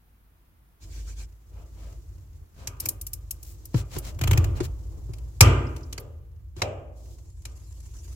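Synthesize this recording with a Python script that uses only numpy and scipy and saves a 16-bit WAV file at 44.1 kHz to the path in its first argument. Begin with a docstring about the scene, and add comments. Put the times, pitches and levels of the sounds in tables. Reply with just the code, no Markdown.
"""Inside a cramped wooden cabinet, a hand works a stiff plastic drain valve on a steel water tank.
The handle ticks, judders by stick-slip and bumps, breaks free with a loud knock and later hits its stop.
Each blow travels down the pipe and excites the tank's modes, so it booms and rings. Friction sounds as
cloth scrapes and skin rubs on plastic, over a low drone. Water squirts past the seal in short whistles,
with one bright high tick among them, and at the end starts to seep through the opened valve."""
import sys
import numpy as np
from scipy import signal
from scipy.fft import rfft, irfft, next_fast_len
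from scipy.io import wavfile
from scipy.ndimage import uniform_filter1d

SR = 44100
rng = np.random.default_rng(int(sys.argv[2]) if len(sys.argv) > 2 else 0)


def digitize_waveform(pressure):
    """Quantize a signal to 16-bit integers and store it at the path in sys.argv[1].

    Rows of a 2-D input are taken as channels; values are limited to [-1, 1].
    """
    field = np.atleast_2d(pressure).T
    bounded = np.clip(field, -1, 1)
    quanta = np.round(bounded * 32767).astype(np.int16)
    wavfile.write(sys.argv[1], SR, quanta)


N = 359415
TIME = np.arange(N) / SR

# resonances and one hollow of the plastic valve: (frequency [Hz], width [Hz], gain [dB])
VALVE_RESONANCES = [(2310, 400, 2), (3090, 66, 3.5), (3595, 300, -1.5), (4030, 200, 3.5), (5470, 77, 3.5),
                    (7280, 240, 3.5)]
# spectrum of skin on plastic: (frequency [Hz], level [dB])
SKIN_SPECTRUM = [(150, 13.5), (550, -9.5), (900, -4), (3000, -6.5), (5000, -5.5), (7200, -5.5), (9000, -12),
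                 (16000, -15)]
# level of the hiss, pipe murmur and scuffs: hand movement, then seeping water at the end:
# (time [s], relative level [dB])
ACTIVITY = [(.78, -16), (.86, 9), (1.4, -4.5), (1.85, 6.5), (2.48, -4), (3.55, 5.5), (5.9, 4.5),
            (6.2, -10.5), (6.92, -10), (6.98, 6), (7.12, 10.5), (7.35, -6), (8.15, 8)]
# the hand leans on the handle: (peak time [s], rise and fall [s], murmur lift [dB], drone lift [dB])
HAND_STRAINS = [(2.88, 0.14, 20, 1), (4.39, 0.39, 24, 22.5), (4.971, 0.58, 9.5, 7.5)]


def knocks():
    """Impact excitation: hard knocks, the loudest as the handle breaks free, leave the tank ringing."""
    # (time [s], level [dB], brightness [dB/octave], tank share [dB], plastic note [Hz],
    # extra ring [dB], favoured steel pitch [Hz], its lift [dB], treble lift [dB])
    events = [(2.6725, -30.5, 3.5, -12, 6140, -3.5, 1170, 9.5, 5),
              (2.858, -36, 0, -5, 2450, -12, 450, 8, 0), (5.9788, -36, -1, -4, 4500, -3, 500, 11, -6),
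              (5.4076, -6, 1.5, -2.5, 2530, -4, 1250, 2, 5),
              (6.6187, -21.5, -6.5, -10, 3930, 0.7, 627, 16, 4)]
    spectrum = [(200, -17), (370, -5), (1000, -5.5), (1700, -8), (2400, -2), (3400, -13.5), (5300, -2.5),
                (7500, -7), (9500, -13.5), (12500, -10.5), (16000, -25)]  # (frequency [Hz], level [dB])
    return blows(events, spectrum, t60=0.058, gain_db=0.96, ring_db=-8, left_db=0,
                 lag_s=0.0001, late_db=-20.5, damping_db_per_s=0)


def ticks(loose_s=4.7):
    """Mechanical coupling: the tight handle ticks brightly; loosened by the judder, it clacks dully."""
    events = [(2.801, -20), (2.8561, -19.5), (2.8875, -13.5), (3.0127, -26), (3.0668, -25), (3.1327, -22),
              (3.3085, -20.5), (3.429, -34), (3.654, -33.5), (3.9848, -25.5), (5.135, -40), (5.184, -47),
              (5.7636, -38.5), (5.927, -28.5), (7.453, -30)]  # (time [s], level [dB])
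    spectrum = [(300, -20.5), (1600, -16.5), (2600, -3.5), (3500, -7), (5200, 1.5), (14000, 3.5),
                (16000, -9)]  # (frequency [Hz], level [dB])
    tight, loose = (5.4, -24), (-8.5, -8)  # (brightness [dB/octave], tank share [dB])
    rows = [(s, db, *(tight if s < loose_s else loose)) for s, db in events]
    return blows(rows, spectrum, t60=0.059, gain_db=-7.5, ring_db=-10, left_db=2,
                 lag_s=-0.00063, late_db=-22.5, damping_db_per_s=25)


def slips(brightness=2.4, tank_db=7.5):
    """Stick-slip friction: the valve judders round, every slip shaking the tank."""
    events = [(4.1896, -35.5), (4.2129, -22), (4.2371, -21), (4.2743, -20), (4.3112, -17.5),
              (4.3317, -20.5), (4.375, -18), (4.4426, -27.5)]  # (time [s], level [dB])
    spectrum = [(150, -6), (350, 8), (1600, 1.5), (2700, 3.5), (4200, -7), (7400, -4.5), (9500, -14),
                (13500, -8.5), (16000, -15)]  # (frequency [Hz], level [dB])
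    rows = [(s, db, brightness, tank_db) for s, db in events]
    return blows(rows, spectrum, t60=0.048, gain_db=-7.5, ring_db=-21.5, left_db=2.5,
                 lag_s=0.000089, late_db=-21.5, damping_db_per_s=46.3)


def thumps():
    """Soft impact: the hand bumps the pipe and excites mostly low frequencies."""
    events = [(3.7432, -15, -2.5, -7), (3.9635, -29, 1.5, -10), (4.6035, -20.5, 0.5, -9),
              (5.091, -37.5, -12, 2), (6.565, -42, 4.5, 4)]  # (time [s], level [dB], brightness [dB/octave], tank share [dB])
    spectrum = [(40, -51), (120, 7), (220, -16), (360, 1), (600, -25), (980, -21.5), (2000, -32.5),
                (6400, -35), (16000, -59)]  # (frequency [Hz], level [dB])
    return blows(events, spectrum, t60=0.09, gain_db=0.5, ring_db=-31, left_db=0.5,
                 lag_s=0.0001, late_db=-14.5, damping_db_per_s=60)


def blows(events, spectrum, t60, gain_db, ring_db, left_db, lag_s, late_db, damping_db_per_s):
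    """Structure-borne sound: each blow clicks at the valve and shakes the tank through the pipe."""
    out, boom, ring = np.zeros((2, N)), tank_boom(damping_db_per_s), wall_ring()
    note_width_hz, note_db = 350, 6
    for s, db, brightness, tank_db, *spot in events:
        # a knock has its own plastic note and its own balance of steel modes
        notes = VALVE_RESONANCES + ([(spot[0], note_width_hz, note_db)] if spot else [])
        colour = peaked(tilted(spectrum, brightness), notes)
        click = pan(left_db) * contact(colour, t60, lag_s, late_db)
        tank = boom + amp(ring_db) * (wall_ring(*spot[1:]) if spot else ring)
        add(out, s, amp(db + gain_db) * click)
        add(out, s, amp(db + gain_db + tank_db) * tank)
    return out


def contact(colour, t60, lag_s, late_db, direct=0.23, late_t60=0.25, size=16384):
    """Reflection in a small enclosure: a click and its crowded echoes off the cabinet walls."""
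    t, hz = np.arange(size) / SR, np.fft.rfftfreq(size, 1 / SR)
    rise_s, early_s = 0.0007, 0.007
    early = np.exp(-(t / early_s) ** 4)  # the nearest walls answer in one dense burst
    envelope = (1 - np.exp(-t / rise_s)) * (early + amp(-60 * t / t60) + amp(late_db - 60 * t / late_t60))
    echoes = noise([(1, 0), (SR, 0)], size) * envelope
    spectrum = rfft(echoes / np.linalg.norm(echoes[0]))
    arrival_s = np.maximum([[lag_s], [-lag_s]], 0)  # the straight path reaches one side first
    spectrum += direct * np.exp(-2j * np.pi * hz * arrival_s)
    # each contact wakes its own short resonances in the plastic
    plastic_db = 1.8 * ripple(len(hz), width=70) * np.minimum(hz / 3000, 1)
    log_gain = np.log(amp(read(colour, hz) + plastic_db))
    mirrored = np.r_[log_gain, log_gain[-2:0:-1]]
    minimum_phase = np.exp(np.conj(signal.hilbert(mirrored)))[:len(hz)]
    click = unit_rms(irfft(spectrum * minimum_phase))
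    return click * np.sqrt(SR / 100 / size)  # the energy of 10 ms at rms 1


def tank_boom(damping_db_per_s, rise_s=0.0093, delay_s=0.0035):
    """Inertia and damping: the heavy tank is slow to start swinging; a hand on the pipe damps it."""
    # slow flexing of the tank and the air around it: (frequency [Hz], level [dB], t60 [s])
    flexing = [(58.3, -4, 0.88), (75.5, -16, 1.4), (92.45, -0.5, 0.62), (107, 10.5, 0.18), (122, -8, 0.77),
               (133.6, -11, 0.82)]
    t = np.maximum(np.arange(SR) / SR - delay_s, 0)
    swing = -modes(flexing, t) * (1 - np.exp(-(t / rise_s) ** 2)) * amp(-damping_db_per_s * t)
    radiation = signal.butter(2, 32, "high", fs=SR, output="sos")  # the slowest sway moves little air
    return signal.sosfilt(radiation, swing)


def wall_ring(extra_db=0, pitch_hz=600, lift_db=0, treble_db=0, clear_db=-12, rise_s=0.01):
    """Modal decay: the steel wall rings in clear modes and a crowd of weak ones, treble dying first."""
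    clear_modes = [(262, 2.5), (337, 5.5), (400, 2), (454, -0.5), (555, -3.5), (607, -3.5), (980, -6.5),
                   (1182, -3), (1233, -2), (1589, -9), (2348, -10), (2441, -8.5), (2815, -8.5)]  # (frequency [Hz], level [dB])
    crowd_spectrum = [(120, -14), (280, 1), (580, -5.5), (850, -9), (1200, -6.5), (1750, -17.5),
                      (2500, -14), (3100, -14.5), (3800, -25.5), (6700, -26), (7500, -22), (9000, -38.5),
                      (16000, -48.5)]  # (frequency [Hz], level [dB])
    decay_times = [(200, 0.96), (1300, 0.71), (2700, 0.58), (4500, 0.47), (7500, 0.51), (14000, .35)]  # (frequency [Hz], t60 [s])
    t, hz = np.arange(SR) / SR, np.fft.rfftfreq(SR, 1 / SR)
    uneven_db = 2.5 * ripple(len(hz), width=24) * np.minimum(hz / 1000, 1)
    crowd = noise(np.column_stack([hz, read(crowd_spectrum, hz) + uneven_db]), len(t))
    band_hz, frame_s, frames = signal.stft(crowd, SR, nperseg=512)
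    decay = amp(-60 * frame_s / read(decay_times, band_hz)[:, None])
    crowd = signal.istft(frames * decay, SR, nperseg=512)[1][:, :len(t)]
    clear = modes([(f, db + clear_db, read(decay_times, f)) for f, db in clear_modes], t)
    wall = (crowd + clear) * (1 - np.exp(-t / rise_s))
    # where the blow lands picks the modes; a hard stop also wakes the high ones
    treble_hz, octaves = 2300, 0.5
    favoured, treble = (np.exp(-(np.log2((hz + 1) / f) / octaves) ** 2) for f in (pitch_hz, treble_hz))
    return irfft(rfft(wall) * amp(extra_db + lift_db * favoured + treble_db * treble))


def rubs(grain_db=3, grain_s=0.00055, damping_db_per_s=110, noise_size=32768):
    """Sliding friction: skin moves in swells of tiny uneven catches, which set the steel murmuring."""
    # (middle time [s], nominal length [s], level [dB], grip: share that rings the steel [dB])
    strokes = [(1.575, 0.12, -58, 3.5), (1.835, 0.19, -53.5, -2.5), (2.618, 0.12, -50, -2),
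               (2.84, 0.076, -47, -10.5), (3.486, 0.13, -49, -33), (3.781, 0.082, -38.5, -9.5),
               (3.952, .086, -39, -8), (4.072, 0.087, -41, -9.5), (4.575, .04, -40, -3),
               (4.648, 0.04, -39, -13), (6.595, 0.058, -45.5, -4)]
    skin, drive = np.zeros((2, 2, N))
    for s, length, db, grip_db in strokes:
        size = int(1.5 * length * SR)
        start_s, window = s - size / SR / 2, np.hanning(size)
        brightness = -3 - 0.4 * grip_db  # a firmer grip is duller
        colour = peaked(tilted(SKIN_SPECTRUM, brightness), VALVE_RESONANCES)
        catches = unit_rms(uniform_filter1d(rng.standard_normal(noise_size), int(grain_s * SR)))[:size]
        stroke = unit_rms(noise(colour, noise_size)[:, :size] * amp(grain_db * catches))
        add(skin, start_s, amp(db) * stroke * window)
        add(drive, start_s, amp(db + grip_db) * rng.standard_normal(noise_size)[:size] * window)
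    wall = wall_ring(pitch_hz=583, lift_db=9, clear_db=-11.5) * amp(-damping_db_per_s * TIME[:SR])
    murmur = signal.fftconvolve(drive, wall / np.linalg.norm(wall[0]), axes=1)[:, :N]
    return skin * pan(left_db=2) + murmur


def rustle():
    """Friction noise: cloth scrapes in smooth swells as the arm reaches in."""
    strokes = [(0.837, 0.044, -53), (0.969, .11, -49), (1.101, 0.069, -49), (1.207, 0.065, -46.5)]  # (middle time [s], length at half height [s], level [dB])
    spectrum = [(350, 3), (650, -7), (3300, -4), (4400, -1), (7500, 2), (9000, -8), (16000, -15)]  # (frequency [Hz], level [dB])
    resonances = [(1570, 65, 9), (2340, 150, 8), (340, 60, 8)]  # (frequency [Hz], width [Hz], gain [dB])
    envelope = sum(amp(db) * np.cos(np.pi / 2 * np.clip((TIME - s) / length, -1, 1)) ** 2
                   for s, length, db in strokes)
    return envelope * patchy(noise(peaked(spectrum, resonances), N), patch_db=3)


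def scuffs():
    """Stick-slip: tiny random clicks, as of skin catching on plastic, follow the level of the hiss."""
    return amp(-61 + activity_db()) * specks(SKIN_SPECTRUM, per_s=7, t60=0.08)


def squirts_and_tick(size=8192):
    """Narrow-band noise: water whistles past the seal; the highest burst is a short, bright tick."""
    events = [(5.667, 0.004, 5200, 500, -50), (5.829, 0.0052, 5390, 1320, -52.5),
              (5.997, 0.0042, 12440, 4000, -44), (7.985, .008, 6060, 900, -53)]  # (time [s], rise [s], pitch [Hz], width [Hz], level [dB])
    out, t, hz = np.zeros((2, N)), np.arange(size) / SR, np.fft.rfftfreq(size, 1 / SR)
    for s, rise, pitch, width, db in events:
        band_db = -20 * np.log10(1 + (2 * (hz - pitch) / width) ** 2)
        burst = noise(np.column_stack([hz, band_db]), size)
        add(out, s, amp(db) * burst * t / rise * np.exp(1 - t / rise))
    return out


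def seeping(start_s=7.18, rise_s=0.017, growth_db_per_s=13.5, flicker_db=2):
    """Flow noise and pipe resonance: an uneven, spitting trickle grows in the open valve and hose."""
    spectrum = [(350, -4.5), (800, -15.5), (3600, -13), (7200, 0), (9000, -10), (11500, -8.5),
                (16000, -25.5)]  # (frequency [Hz], level [dB])
    hose_resonances = [(1000, 120, 13), (2324, 430, 6)]  # (frequency [Hz], width [Hz], gain [dB])
    age = np.maximum(TIME - start_s, 0)
    flow = np.minimum(age / rise_s, 1) * amp(-69 + growth_db_per_s * age)
    flicker = amp(flicker_db * ripple(N, width=500))
    trickle = flicker * patchy(noise(peaked(spectrum, hose_resonances), N), patch_db=3.5)
    spits = amp(6) * specks(spectrum, per_s=20, t60=0.032)
    return flow * (trickle + spits)


def drone(start_s=0.79, rise_s=0.07, waver_db=2.5):
    """A tone in noise: a wavering hum lies in a low rumble that swells as the hand leans on the valve."""
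    spectrum = [(20, -36.5), (42, -9.5), (82, -5), (105, -12), (140, -20.5), (300, -73)]  # (frequency [Hz], level [dB])
    # the hum is higher once the valve has turned: (time [s], frequency [Hz], relative level [dB])
    hum_track = [(1.0, 51.13, 2.5), (1.65, 54.12, 4.5), (2.4, 50.02, -5.5), (5.2, 57.02, 4.5),
                 (6.2, 58, -6), (7.4, 58.5, 2.5)]
    lulls = [(1.41, 0.089, -15), (2.502, 0.056, -17), (1.69, 0.025, -11)]  # brief dips: (middle time [s], half length [s], depth [dB])
    when, *columns = np.transpose(hum_track)
    hum_hz, hum_db = (np.interp(TIME, when, column) for column in columns)
    phase = 2 * np.pi * np.cumsum(hum_hz) / SR
    hum = amp(hum_db + waver_db * ripple(N, width=3000)) * np.sqrt(2) * np.sin(phase)
    _, lift_db = strain_lifts_db()
    rumble = amp(lift_db) * noise(spectrum, N)
    level_db = np.interp(TIME - start_s, [0, rise_s], [-64, -44]) + sum(dip(*row) for row in lulls)
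    return amp(level_db) * (rumble + hum)


def pipe_murmur(flicker_db=1.5):
    """Forced vibration: the pipe murmurs dully as the hand moves or leans, and later as water seeps."""
    spectrum = [(120, -6.5), (270, -3), (337, 5), (375, -2.5), (750, -13.5), (1050, -14.5), (1600, -29),
                (4000, -42)]  # (frequency [Hz], level [dB])
    lift_db, _ = strain_lifts_db()
    level_db = -65.5 + 0.67 * activity_db() + lift_db
    return amp(level_db + flicker_db * ripple(N, width=1500)) * noise(spectrum, N)


def hiss(flicker_db=1.5):
    """Amplitude modulation: a flickering hiss follows the hand's movement, then the seeping water."""
    spectrum = [(1000, -22), (2400, -8), (7200, 4), (9000, -5), (16000, -6.5)]  # (frequency [Hz], level [dB])
    return amp(-69.5 + activity_db() + flicker_db * ripple(N, width=500)) * noise(spectrum, N)


def noise_floor():
    """Gain reduction: the faint noise floor is turned down for a while after the loud knock."""
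    spectrum = [(150, 5.5), (450, -10.5), (1100, -7), (2500, -14.5), (7500, -25.5), (12000, -14.5),
                (16000, -16)]  # (frequency [Hz], level [dB])
    return amp(-64.5 + dip(s=7.2, half_s=0.86, db=-9.5)) * noise(spectrum, N)


def activity_db():
    """Level envelope: hand movement, then seeping water at the end."""
    return np.interp(TIME, *np.transpose(ACTIVITY))


def strain_lifts_db():
    """Triangular envelopes of the hand's pressure: one for the murmur, one for the drone."""
    return sum(np.outer(lifts, np.maximum(1 - abs(TIME - s) / ramp, 0))
               for s, ramp, *lifts in HAND_STRAINS)


def specks(colour, per_s, t60):
    """A Poisson process: tiny clicks of uneven size at random moments."""
    chance, strength = rng.random((2, N))
    impulses = strength * (chance < per_s / SR)
    click = contact(colour, t60, lag_s=0, late_db=-27)
    return signal.oaconvolve(impulses[None], click, axes=1)[:, :N]


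def noise(colour, size):
    """Spatial coherence: coloured stereo noise of rms 1, nearly mono in the bass."""
    coherence = [(60, 0.98), (260, 0.54), (500, 0.63), (1000, -0.11), (3000, -0.061)]  # (frequency [Hz], left-right correlation [-1 to 1])
    padded = next_fast_len(size, True)
    hz = np.fft.rfftfreq(padded, 1 / SR)
    left, independent = rfft(rng.standard_normal((2, padded)))
    correlation = np.clip(read(coherence, hz), -1, 1)
    right = correlation * left + np.sqrt(1 - correlation ** 2) * independent
    return unit_rms(irfft(np.array([left, right]) * amp(read(colour, hz)), padded)[:, :size])


def patchy(x, patch_db):
    """Spectral modulation: narrow patches of a noise well up and fade within hundredths of a second."""
    frames = signal.stft(x, nperseg=512)[2]
    patch = np.outer(np.hanning(9), np.hanning(9))
    field = unit_rms(signal.fftconvolve(rng.standard_normal(frames.shape[1:]), patch, "same"))
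    return unit_rms(signal.istft(frames * amp(patch_db * field), nperseg=512)[1][:, :x.shape[1]])


def modes(table, t):
    """Superposition of damped sines: (frequency [Hz], level [dB], t60 [s])."""
    return sum(amp(db - 60 * t / t60) * np.sin(2 * np.pi * hz * t) for hz, db, t60 in table)


def tilted(colour, brightness):
    """Contact hardness: the treble leans by brightness dB per octave."""
    return [(hz, db + brightness * np.log2(1 + hz / 1500)) for hz, db in colour]


def peaked(colour, peaks):
    """Resonance: bell-shaped peaks (frequency [Hz], width [Hz], gain [dB]) stand on a spectrum."""
    hz = np.geomspace(20, 20000, 1200)
    peaks_db = sum(db / (1 + (2 * (hz - f) / width) ** 2) for f, width, db in peaks)
    return np.column_stack([hz, read(colour, hz) + peaks_db])


def ripple(size, width):
    """Smoothed random fluctuation of rms 1, with hills about width points wide."""
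    return unit_rms(uniform_filter1d(uniform_filter1d(rng.standard_normal(size), width), width))


def dip(s, half_s, db):
    """A Gaussian drop in level around time s, in dB."""
    return db * np.exp(-((TIME - s) / half_s) ** 2)


def read(points, hz):
    """A spectrum's value at hz, interpolated on a log-frequency axis."""
    f, value = np.transpose(points)
    return np.interp(np.log(hz + 1), np.log(f + 1), value)


def pan(left_db):
    """Level difference: stereo gains with the left louder by left_db."""
    return amp([[left_db / 2], [-left_db / 2]])


def amp(db):
    """Decibels as an amplitude ratio."""
    return 10 ** (np.asarray(db) / 20)


def unit_rms(x):
    """The signal scaled to rms 1."""
    return x / np.sqrt(np.mean(x ** 2) + 1e-20)


def add(mix, s, sound):
    """Superpose a sound on the mix from time s."""
    part = mix[:, max(round(s * SR), 0):][:, :sound.shape[-1]]
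    part += sound[..., :part.shape[1]]


def scene():
    """Superposition: blows, friction, background and water sum in the cabinet."""
    valve = thumps() + knocks() + ticks() + slips()
    friction = rustle() + rubs()
    background = drone() + pipe_murmur() + hiss() + noise_floor()
    return valve + friction + background + scuffs() + seeping() + squirts_and_tick()


def record(dry, edge_hz=16150):
    """Clipping and band limiting: the loudest knock overloads, then a low-pass cuts the top treble."""
    low_pass = signal.firwin(511, edge_hz, window=("kaiser", 9), fs=SR)
    return signal.oaconvolve(np.clip(dry, -1, 1), low_pass[None], "same")


dry = scene()
out = record(dry)
digitize_waveform(out)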